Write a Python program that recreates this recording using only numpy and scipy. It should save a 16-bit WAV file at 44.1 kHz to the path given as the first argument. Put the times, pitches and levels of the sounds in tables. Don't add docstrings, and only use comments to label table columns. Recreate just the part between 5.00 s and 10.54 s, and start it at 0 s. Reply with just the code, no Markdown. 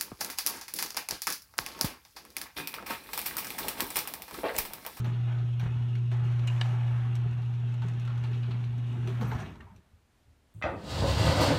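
import sys
import numpy as np
from scipy import signal
from scipy.fft import rfft, irfft, next_fast_len
from scipy.io import wavfile
from scipy.ndimage import uniform_filter1d, map_coordinates

SR = 44100
rng = np.random.default_rng(int(sys.argv[2]) if len(sys.argv) > 2 else 0)


def voltage_ratio(decibels):
    exponent = np.asarray(decibels, float) / 20
    return 10 ** exponent


def generate_wav(sig):
    pcm = np.round(np.clip(np.atleast_2d(sig).T, -1, 1) * 32767).astype(np.int16)
    wavfile.write(sys.argv[1], SR, pcm)


N = 244314


def unit(x):
    return x / np.sqrt(np.mean(x ** 2) + 1e-20)


def along(points, hz):
    f, v = np.transpose(points)
    return np.interp(np.log(hz + 1), np.log(f + 1), v)


def curves(rows):
    s, *columns = np.transpose(rows)
    return [np.interp(np.arange(N) / SR, s, column) for column in columns]


def wobble(rate):
    knots = rng.standard_normal(int(N * rate / SR) + 4)
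    return map_coordinates(knots, [np.arange(N) * rate / SR])


def bumps(times, levels_db, t60s, rise):
    t = np.clip(np.arange(N) / SR - np.asarray(times)[:, None], 0, None)
    fall_db = np.asarray(levels_db)[:, None] - 60 * t / np.maximum(t60s, .02)[:, None]
    return np.sqrt((voltage_ratio(2 * fall_db) * (1 - np.exp(-t / rise)) ** 2).sum(0))


def filtered(x, response):
    m = next_fast_len(N + 8192)
    return unit(irfft(rfft(x, m) * response(np.fft.rfftfreq(m, 1 / SR)), m)[:N])


def band(spectrum, hz):
    return voltage_ratio(along(spectrum, hz)) * (hz > spectrum[0][0]) * (hz < spectrum[-1][0])


def coloured(spectrum, x=None):
    return filtered(rng.standard_normal(N) if x is None else x, lambda hz: band(spectrum, hz))


def grind(rate, spread_db, share, patchy_db):
    sizes = (rng.random(N) < rate / SR) * voltage_ratio(spread_db * np.minimum(rng.exponential(1, N), 3))
    puffs = signal.lfilter([1], [1, -np.exp(-1 / (.004 * SR))], sizes)
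    z = signal.stft(rng.standard_normal(N), nperseg=1024)[2]
    rings = uniform_filter1d(rng.standard_normal(z.shape), size=2, axis=0)
    rings = uniform_filter1d(rings, size=9, axis=1)
    noise = signal.istft(z * voltage_ratio(patchy_db * unit(rings)), nperseg=1024)[1][:N]
    return noise * (1 + share * unit(puffs))


# start_s, hum_db, strain_db
MOTOR_LOAD = [(0, -29, -2), (.41, -28, -5.5), (.76, -29.5, 6.5), (1.21, -26.5, -2), (2.27, -28, 1.5),
              (2.32, -30, 3), (2.82, -29.5, 5.5), (2.96, -31, 7), (3.37, -29, 7), (3.48, -30.5, 7.5),
              (3.92, -31, 11), (3.97, -34, 18), (3.995, -30, 9), (4.2, -31, 1), (4.362, -32.5, 12)]
HUM_HZ, SAG_HZ_PER_S = 119.9, 235
SECOND_DB, THIRD_DB, THIRD_STRAIN = -32.5, -33.5, -0.66
CUT_S, CUT_DROP_DB, COAST_DB_PER_S, COAST_S = 0.0062, 6, 70, 0.15


def motor():
    t = np.arange(N) / SR
    after = t - MOTOR_LOAD[-1][0]
    coasting = np.maximum(after, 0)
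    turn = 2 * np.pi * HUM_HZ * t - np.pi * SAG_HZ_PER_S * coasting ** 2
    hum_db, strain_db = curves(MOTOR_LOAD)
    cut_db = CUT_DROP_DB * np.clip(after / CUT_S, 0, 1) + COAST_DB_PER_S * coasting
    second_db = hum_db + SECOND_DB + strain_db
    third_db = hum_db - cut_db + THIRD_DB + THIRD_STRAIN * strain_db
    hum = np.zeros(N)
    for k, db, depth_db, slip in [(1, hum_db - cut_db, .4, .04), (2, second_db, .7, .09),
                                  (3, third_db, 1.4, .15)]:
        hum += voltage_ratio(db + depth_db * wobble(24.95)) * np.sin(k * turn + slip * wobble(29))
    return np.sqrt(2) * hum * np.clip((COAST_S - after) / 0.016, 0, 1)


# start_s, level_db
SHAKE = [(0, -43.5), (.2, -49.5), (.54, -52.5), (.8, -51), (1.05, -49.5), (1.25, -50.5), (1.9, -52.5),
         (2.1, -50), (2.6, -51.5), (3, -49.5), (3.4, -51), (3.85, -51.5), (4.08, -47), (4.3, -46),
         (4.42, -44.5), (4.6, -49), (4.81, -59), (4.85, -87)]
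# start_s, boom_db, drum_db, t60_s
LURCHES = [(0, -50, -44, 0.79), (.63, -32, -36.5, .4), (0.751, -39, -67.5, 0.67), (1.19, -41, -39, 0.33),
           (2.95, -39, -43, 0.33), (3.47, -52, -39, 0.44), (3.88, -55, -40, 0.79), (4.21, -60, -30, 0.4),
           (4.3, -53, -32, 0.36), (4.344, -18.5, -21, 0.091), (4.72, -50, -56.5, 0.44),
           (4.93, -48, -72, 0.21), (5.2, -65, -79, 1)]
# pitch_hz, width_hz, level_db
PANEL_MODES = [(145, 10, 7), (216, 66, -4.5), (279.5, 34.5, -6.5), (385, 88, -9.5)]
# pitch_hz, level_db_per_hz
BOOM_SPECTRUM = [(20, -48), (32, -25), (42, -7), (55, -6.5), (70, 4), (95, 1), (125, -0.5), (170, -52.5)]
DRUM_DB, DRUM_GROWS, SWAY_DB = -1, 1.18, 2
DRUM_STOP_S, DRUM_STOP_DB_PER_S = 4.456, 36


def panel_response(f):
    modes = 0
    for k, (c, w, db) in enumerate(PANEL_MODES):
        modes = modes + (-1) ** k * voltage_ratio(db) * 1j * f * w / (c * c - f * f + 1j * f * w)
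    return modes / (1 + (135 / (f + 1)) ** 12) / (1 + (f / 470) ** 8)


def panels():
    shake_db, = curves(SHAKE)
    slack_db = DRUM_STOP_DB_PER_S * np.maximum(np.arange(N) / SR - DRUM_STOP_S, 0)
    s, boom_db, drum_db, t60 = np.transpose(LURCHES)
    boom = np.hypot(voltage_ratio(shake_db + SWAY_DB * wobble(11)), bumps(s, boom_db, t60, rise=0.019))
    steady_drum_db = DRUM_GROWS * (shake_db + 51.5) - 51 + DRUM_DB - slack_db
    beat = np.hypot(voltage_ratio(steady_drum_db), bumps(s, drum_db, t60, rise=0.036))
    drum = filtered(rng.standard_normal(N) * voltage_ratio(1.93 * wobble(18)), panel_response)
    return boom * coloured(BOOM_SPECTRUM) + beat * drum


# pitch_hz, width_hz, level_db
RAIL_MODES = [(781, 13, -3), (860, 44, -5), (1105, 35, -9.5), (1266, 21, -1.5), (1405, 10, -4.5),
              (1745, 19, -1.5), (2300, 31, -1.5), (2547, 67, 3), (2826, 140, -6), (3209, 25, 0),
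              (3770, 39, -0.5), (4530, 43, -1.5), (6540, 67, -5), (6900, 56, 4)]


def railed(spectrum, x):
    def response(f):
        peaks = 1 + sum(voltage_ratio(db) * w * w / (w * w + 4 * (f - c) ** 2) for c, w, db in RAIL_MODES)
        return peaks * band(spectrum, f)
    return filtered(x, response)


# start_s, level_db
DRAG = [(0, -56.5), (.23, -57), (.3, -51), (.54, -61), (.75, -55.5), (1.1, -62.5), (1.2, -52.5),
        (1.4, -53.5), (1.6, -48), (1.8, -48.5), (2.26, -54), (2.46, -58), (2.81, -57.5), (3.3, -55.5),
        (3.86, -57), (4.15, -50.5), (4.44, -48), (4.56, -60.5)]
# start_s, level_db, t60_s, extra_chain_db
JOLTS = [(0, -28, 0.016, 12), (.044, -43.5, 0.34, 1.5), (0.599, -45, 0.35, 4.5), (.655, -40.5, 0.13, -19),
         (1.12, -44.5, 0.29, 2), (1.23, -59, 1.5, 10), (1.31, -47.5, 0.19, 2), (1.49, -55.5, 1.3, 12.5),
         (1.57, -53, 0.21, 0), (1.635, -53.5, 0.69, 11.5), (2.82, -54.5, 1.7, 3), (3.08, -52.5, 0.54, -13),
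         (3.23, -61.5, 2.1, 10.5), (4.08, -61, 0.45, 18.5), (4.211, -46.5, 0.5, 10),
         (4.32, -47.5, 0.35, 8.5), (4.39, -54, 0.28, 16), (4.606, -64, 0.79, -3)]
# pitch_hz, level_db_per_hz
ROLLER_SPECTRUM = [(250, -34), (430, -16.5), (484, -5), (600, 0), (820, 2), (1050, -1), (1450, 0),
                   (1890, -4), (2300, -6), (2990, -43), (5060, -120)]
# pitch_hz, level_db_per_hz
GEAR_SPECTRUM = [(1120, -35), (1900, -12.5), (2790, 1.5), (3190, -2.5), (3400, -1), (3920, -9), (4250, -10),
                 (4760, -36), (5200, -29), (6760, -54), (11400, -120)]
# pitch_hz, level_db_per_hz
CHAIN_SPECTRUM = [(2710, -30.5), (4600, -1.5), (5040, -2.5), (5580, 1.5), (6310, 0.5), (6850, -4.5),
                  (9490, -7.5), (10200, -15), (11700, -13.5), (15600, -17.5)]
MEAN_DRAG_DB, GEAR_DB, GEAR_GROWS, CHAIN_DB, CHAIN_GROWS = -54, -59.5, 0.33, -72, 0.28
REST_DB_PER_S = 60
GEAR_STOP_S, GEAR_STOP_DB_PER_S = 4.48, 128
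CHAIN_STOP_S, CHAIN_STOP_DB_PER_S = 4.52, 70
JOLT_GEAR_DB, JOLT_CHAIN_DB, JOLT_RISE_S = -10.5, -18.5, 0.0071


def travel():
    t = np.arange(N) / SR
    drag_db = curves(DRAG)[0] - REST_DB_PER_S * np.maximum(t - DRAG[-1][0], 0)
    s, db, t60, bright_db = np.transpose(JOLTS)
    joints = bumps(s, db, t60, rise=JOLT_RISE_S)
    rattles = bumps(s, db + bright_db, t60, rise=JOLT_RISE_S)
    extra_db = drag_db - MEAN_DRAG_DB
    gear_db = GEAR_DB + GEAR_GROWS * extra_db - GEAR_STOP_DB_PER_S * np.maximum(t - GEAR_STOP_S, 0)
    chain_db = CHAIN_DB + CHAIN_GROWS * extra_db - CHAIN_STOP_DB_PER_S * np.maximum(t - CHAIN_STOP_S, 0)
    jerk_db = .5 * wobble(14) + 1.4 * wobble(36)
    rolling = grind(120, 2.5, share=.08, patchy_db=2)
    rattle = grind(90, 3, share=.2, patchy_db=2.4)
    roller_gain = np.hypot(voltage_ratio(drag_db), joints) * voltage_ratio(.3 * jerk_db)
    gear_gain = np.hypot(voltage_ratio(gear_db), voltage_ratio(JOLT_GEAR_DB) * joints) * voltage_ratio(0.14 * jerk_db)
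    chain_gain = np.hypot(voltage_ratio(chain_db), voltage_ratio(JOLT_CHAIN_DB) * rattles) * voltage_ratio(.5 * jerk_db - 1.5)
    rollers = roller_gain * railed(ROLLER_SPECTRUM, rolling)
    gear = gear_gain * railed(GEAR_SPECTRUM, rattle)
    chain = chain_gain * railed(CHAIN_SPECTRUM, rattle)
    return rollers + gear + chain


# pitch_hz, level_db_per_hz
AIR_SPECTRUM = [(15, -35.5), (25, -7), (82, -3), (178, -16), (253, -11.5), (322, -18), (649, -20.5),
                (784, -21.5), (1850, -25.5), (4050, -30), (4890, -32.5), (9080, -36), (15600, -43)]


def still_air():
    return voltage_ratio(-67.5 + 0.73 * wobble(12.0)) * coloured(AIR_SPECTRUM)


# start_s, level_db, t60_s
SCRAPES = [
    (.043, -64.5, 0.11),
    (.595, -57.5, 0.039),
    (.634, -73, 0.17),
    (4.07, -68, 0.098),
    (4.08, -79, 3.2),
    (4.205, -63.5, 0.23),
    (4.27, -65, 0.58),
    (4.385, -77, .4),
]
# pitch_hz, level_db_per_hz
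SCRAPE_SPECTRUM = [(9500, -48), (11000, 0), (12300, -2.5), (13100, -1), (14200, -2.5), (15700, -7.5),
                   (15900, -52)]


def scrape():
    return bumps(*np.transpose(SCRAPES), rise=.0015) * coloured(
        SCRAPE_SPECTRUM, grind(150, 4, share=0.52, patchy_db=-2.5))


def ring(s, db, hz, t60, attack):
    t = np.arange(SR // 4) / SR
    wave = np.sin(2 * np.pi * hz * t) * (1 - np.exp(-t / attack))
    return round(s * SR), voltage_ratio(db - 60 * t / max(t60, .008)) * wave


def together(struck):
    out = np.zeros(N + SR)
    for at, wave in struck:
        out[at:at + len(wave)] += wave
    return out[:N]


SHORTENS = 0.36
SPLIT, SPLIT_DB = .09, -12.5


def light_knocks(rows):
    beside = [(s, db + SPLIT_DB, hz * (1 + side * SPLIT)) for s, db, hz in rows for side in (-1, 1.4)]
    return together([ring(s, db, hz, 0.073 * (900 / hz) ** SHORTENS, attack=max(1.6 / hz, 0.0013))
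                     for s, db, hz in rows + beside])


# start_s, level_db, pitch_hz
LINKS = [(0.0437, -44, 6100), (0.5955, -39, 5780), (0.6234, -56, 6530), (0.6344, -53, 6630),
         (0.9527, -54, 5890), (1.1144, -53, 8300), (1.2436, -49.5, 6600), (1.3947, -58, 6480),
         (1.474, -31, 7020), (1.6117, -34, 6060), (2.154, -47, 5800), (2.154, -48, 6240),
         (2.3101, -54, 6730), (2.4194, -58, 6040), (2.5396, -54, 6060), (2.6928, -54, 6300),
         (2.7374, -49, 7050), (2.821, -51, 6100), (2.8818, -47, 6450), (2.933, -51, 5860),
         (2.9966, -51, 6940), (3.0495, -59, 6100), (3.1776, -60, 6250), (3.195, -50, 6200),
         (3.2335, -52, 7300), (3.6451, -49, 5910), (3.7778, -58, 6400), (3.927, -52, 6250),
         (4.0734, -37.5, 6000), (4.2113, -44, 6300), (4.3294, -49, 6600), (4.6049, -65, 6200),
         (4.7616, -53, 5900)]
PING_DB, OVER, OVER_DB = -10, 1.62, -14.5


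def chain_links():
    first = [(s, db + PING_DB, hz) for s, db, hz in LINKS]
    second = [(s, db + OVER_DB, OVER * hz) for s, db, hz in first]
    return light_knocks(first + second)


# pitch_hz, level_db_per_hz
KNOCK_SPECTRUM = [(350, -36), (600, -3), (900, -5), (1500, -2.5), (2100, -12), (3000, -46)]
# pitch_hz, level_db_per_hz
BODY_SPECTRUM = [(1500, -37), (2200, 1.5), (3000, 0), (4200, -2.5), (5200, -17.5), (7000, -37)]
# pitch_hz, level_db_per_hz
EDGE_SPECTRUM = [(4000, -33.5), (5500, 4), (7000, -0.5), (9500, -5), (10800, -12), (13000, -9.5),
                 (15800, -27.5)]


def contacts(rows, t60, hard):
    t, out = np.arange(SR // 3) / SR, np.zeros(N + SR)
    layers = [coloured(KNOCK_SPECTRUM), coloured(BODY_SPECTRUM), coloured(EDGE_SPECTRUM)]
    layers = np.pad(layers, ((0, 0), (0, SR)))
    life = t60 * np.array([[1.3], [.95], [.6]])
    crack = 0.56 + hard * np.exp(-t / 0.003)
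    onset = 1 - np.exp(-t / 0.00071)
    for s, db, knock_db, edge_db in rows:
        at = round(s * SR)
        balance_db = np.array([[knock_db], [0], [edge_db + 4 * hard]])
        shape = voltage_ratio(db - 10.5 + balance_db - 60 * t / life) * onset * crack
        out[at:at + len(t)] += (shape * layers[:, at:at + len(t)]).sum(0)
    return out[:N]


# start_s, level_db, knock_db, edge_db
TICKS = [(0.044, -37, -0.5, -21), (.596, -35.5, -8, -23), (0.9528, -39, -1.5, -16),
         (1.1154, -39, 3.5, -16.5), (1.393, -40.5, -4, -16.5), (1.4722, -38.5, 0, -3),
         (1.61, -29.5, -11, -15), (2.1531, -39, -18, -6.5), (2.31, -55.5, -7, -8.5),
         (2.4189, -48, -11, -14), (2.5365, -46, -2, -19.5), (2.6894, -51, 5, -13), (2.7408, -45, -1, -12.5),
         (2.82, -39.5, 1.5, -16.5), (2.8842, -43, -1, -8.5), (2.9344, -49, -9, -18), (2.997, -45, -1.5, -9),
         (3.0496, -45.5, -6, -9), (3.076, -40.5, 2, -17.5), (3.1765, -44.5, -10, -11),
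         (3.6401, -41.5, -21, -19.5), (3.78, -57, -7, -1), (4.0732, -37.5, 3, -12), (4.2103, -37.5, 6, -19),
         (4.315, -38.5, 12, -14), (4.5553, -51, -3, -14), (4.606, -49, 5, -16), (4.761, -54, -7, -8)]


def ticks():
    return contacts(TICKS, t60=0.15, hard=1)


# start_s, level_db, pitch_hz
RAPS = [(0.045, -40, 857), (0.247, -50, 1730), (0.29, -48, 678), (0.335, -48, 640), (0.397, -36.5, 712),
        (0.597, -40, 1564), (0.953, -37.5, 2226), (1.08, -47.5, 650), (1.115, -39, 662), (1.69, -42, 864),
        (1.741, -32, 876), (1.846, -45, 740), (1.905, -36.5, 876), (2.048, -34, 1116), (2.182, -48, 626),
        (2.246, -39.5, 720), (2.387, -40, 760), (2.502, -48.5, 789), (2.604, -48, 836), (2.632, -45, 670),
        (2.738, -45, 640), (3.239, -41, 890), (3.335, -52, 1050), (3.487, -38, 676), (3.542, -41.5, 2150),
        (3.57, -52, 799), (3.971, -49, 680), (4.074, -39.5, 651)]


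def roller_raps():
    return light_knocks([(s, db - 7.5, hz) for s, db, hz in RAPS])


# start_s, level_db, pitch_hz
THUDS = [(.05, -46, 193), (.06, -38, 268), (0.629, -44, 435), (.652, -27, 150), (0.656, -44, 478),
         (1.701, -33.5, 160), (0.082, -29, 162.5), (0.627, -25, 160), (0.651, -36, 216),
         (1.119, -37.5, 380), (1.729, -40, 387), (2.255, -26, 154), (2.256, -39.5, 402),
         (2.844, -26.5, 163), (2.848, -38.5, 397), (3.31, -40, 385), (3.369, -39.5, 396),
         (3.483, -36.5, 385), (3.508, -43, 395), (3.486, -31.5, 154), (3.963, -40, 160),
         (3.972, -37.5, 354), (4.046, -41, 360), (4.076, -32.5, 374), (4.097, -34.5, 385), (4.2, -29, 227),
         (4.213, -25.5, 223), (4.232, -27, 201), (4.282, -35, 233), (4.319, -35, 427), (4.22, -32.5, 488),
         (4.238, -25, 147), (4.324, -36, 141), (4.41, -43, 400), (4.715, -44, 192), (4.75, -48.5, 215),
         (4.79, -57, 104), (4.93, -52, 103), (4.94, -73, 140), (5.275, -48, 76)]


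def thuds():
    return together([ring(s, db, hz, 0.12 * (160 / hz) ** SHORTENS, attack=1.0 / hz)
                     for s, db, hz in THUDS])


# start_s, level_db, knock_db, edge_db
SCUFFS = [(.098, -47, -11, -17), (0.133, -42, -9, -25), (0.384, -41, -13, -18), (0.6352, -40, 4, -16),
          (0.776, -58, -22, -31), (.823, -57, -12, -37), (1.3366, -46, -9, -37), (3.099, -43, -1, -40),
          (3.237, -32.5, -12, -16), (3.33, -37, -21, -27), (3.431, -35.5, -5, -32),
          (3.5072, -34.5, -1.5, -18), (4.083, -36, -16, -17), (4.2456, -55, 9, -2), (4.2794, -57, -4, -20),
          (4.311, -41, 0, -15), (4.3437, -61, -2, -20), (4.39, -41.5, 7, -7.5), (4.4286, -46, 2, -28)]


def scuffs():
    return contacts(SCUFFS, t60=0.18, hard=0.086)


# start_s, level_db, t60_s, pitch_hz, width_hz
SKIDS = [
    (.2, -61, 2, 560, 120),
    (1.46, -68, 1.2, 6950, 500),
    (1.5, -55.5, 1, 1850, 300),
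    (1.55, -58, 0.94, 775, 60.3),
    (1.85, -54.5, 1.3, 1380, 248),
    (1.95, -61.5, 0.87, 1130, 80.4),
    (3.2, -55, 1.5, 380, 60.3),
    (3.85, -70, 1.7, 7000, 3000),
    (4.1, -56.5, 0.87, 2320, 500),
]


def skids():
    noise, out = rng.standard_normal(N), np.zeros(N)
    for s, db, t60, hz, width in SKIDS:
        resonance = signal.iirpeak(hz, hz / max(width, 20), SR)
        out += bumps([s], [db], [t60], rise=0.042) * unit(signal.lfilter(*resonance, noise))
    return out


# start_s, level_db
CLANKS = [
    [(1.474, -35), (1.477, -29.5), (1.483, -34), (1.489, -36.5), (1.5, -37)],
    [(1.6116, -30.5), (1.6133, -25), (1.6158, -28.5), (1.62, -38)],
]
# pitch_hz, level_db, t60_s
ARM_MODES = [
    [(2310, -15, .015), (2550, -1.5, 0.016), (2810, -7.5, 0.077), (2860, -9, 0.014), (3920, -14, 0.025)],
    [(960, -3, 0.02), (1740, -5, 0.023), (2200, -9, 0.022), (2940, 3, 0.016), (3160, -9, 0.012),
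     (3760, -2, 0.013), (3720, -23, 0.016), (4700, -9.5, 0.013)],
]


def clanks():
    struck = []
    for hits, modes in zip(CLANKS, ARM_MODES):
        for s, db in hits:
            for hz, level_db, t60 in modes:
                struck.append(ring(s, db + level_db + rng.normal(0, 2), hz * rng.normal(1, .012), t60,
                                   attack=0.00024))
    return together(struck)


# start_s, level_db, pitch_hz
MORE_KNOCKS = [(1.617, -54, 800), (1.632, -42, 750), (1.657, -40, 783), (1.668, -38, 770), (1.476, -51, 7700),
               (1.612, -45, 8100), (2.823, -39, 900), (2.824, -45.5, 1515), (3.076, -41, 1370),
               (3.079, -43, 900), (3.094, -45, 1066), (4.21, -35.5, 1083), (4.228, -37, 893),
               (4.212, -40, 714), (4.308, -41, 1630), (4.32, -28.5, 867), (4.326, -36, 1010),
               (4.334, -34, 727), (4.345, -39, 1070), (4.243, -42, 1350), (4.255, -45, 1125),
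               (4.275, -42, 954), (4.402, -43, 1450), (4.39, -39, 1650), (4.551, -48, 934), (4.604, -43, 1830),
               (4.607, -52, 2760), (4.611, -63, 1460), (4.624, -51, 1170), (4.668, -49.5, 950),
               (4.684, -55, 1040), (4.7, -49, 906), (4.72, -58, 960), (4.73, -58, 635)]


def roller_knocks():
    return light_knocks(MORE_KNOCKS)


# start_s, level_db, pitch_hz
SQUEAKS = [
    (4.262, -72, 12960),
    (4.285, -57, 13160),
]


def squeak():
    t, out = np.arange(N) / SR, np.zeros(N)
    for s, db, hz in SQUEAKS:
        whistle = np.sin(2 * np.pi * hz * t + 1.4 * wobble(150))
        out += bumps([s], [db], [.2], rise=.012) * whistle
    return out


# pitch_hz, t60_s
GARAGE_T60 = [(150, 1), (2000, 0.33), (10000, 0.2)]


def garage(x):
    hz, t, z = signal.stft(rng.standard_normal(SR // 2), SR, nperseg=256)
    fading = z * voltage_ratio(-60 * t / along(GARAGE_T60, hz)[:, None])
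    tail = signal.istft(fading, SR, nperseg=256)[1]
    delayed = np.pad(x, (300, 0))
    return signal.fftconvolve(delayed, tail / np.linalg.norm(tail))[:N]


def scene():
    steady = motor() + panels() + travel() + still_air()
    hits = chain_links() + ticks() + roller_raps() + thuds() + scuffs() + clanks() + roller_knocks()
    rubbing = scrape() + skids() + squeak()
    return (steady + hits + rubbing + voltage_ratio(-15.0) * garage(hits))[None]


def low_pass(x):
    return signal.sosfilt(signal.butter(12, 15700, fs=SR, output="sos"), x)


def record(dry):
    lowpass = signal.butter(12, 15750, fs=SR, output="sos")
    mix = signal.sosfiltfilt(lowpass, dry)
    return low_pass(mix)


dry = scene()
out = record(dry)
generate_wav(out)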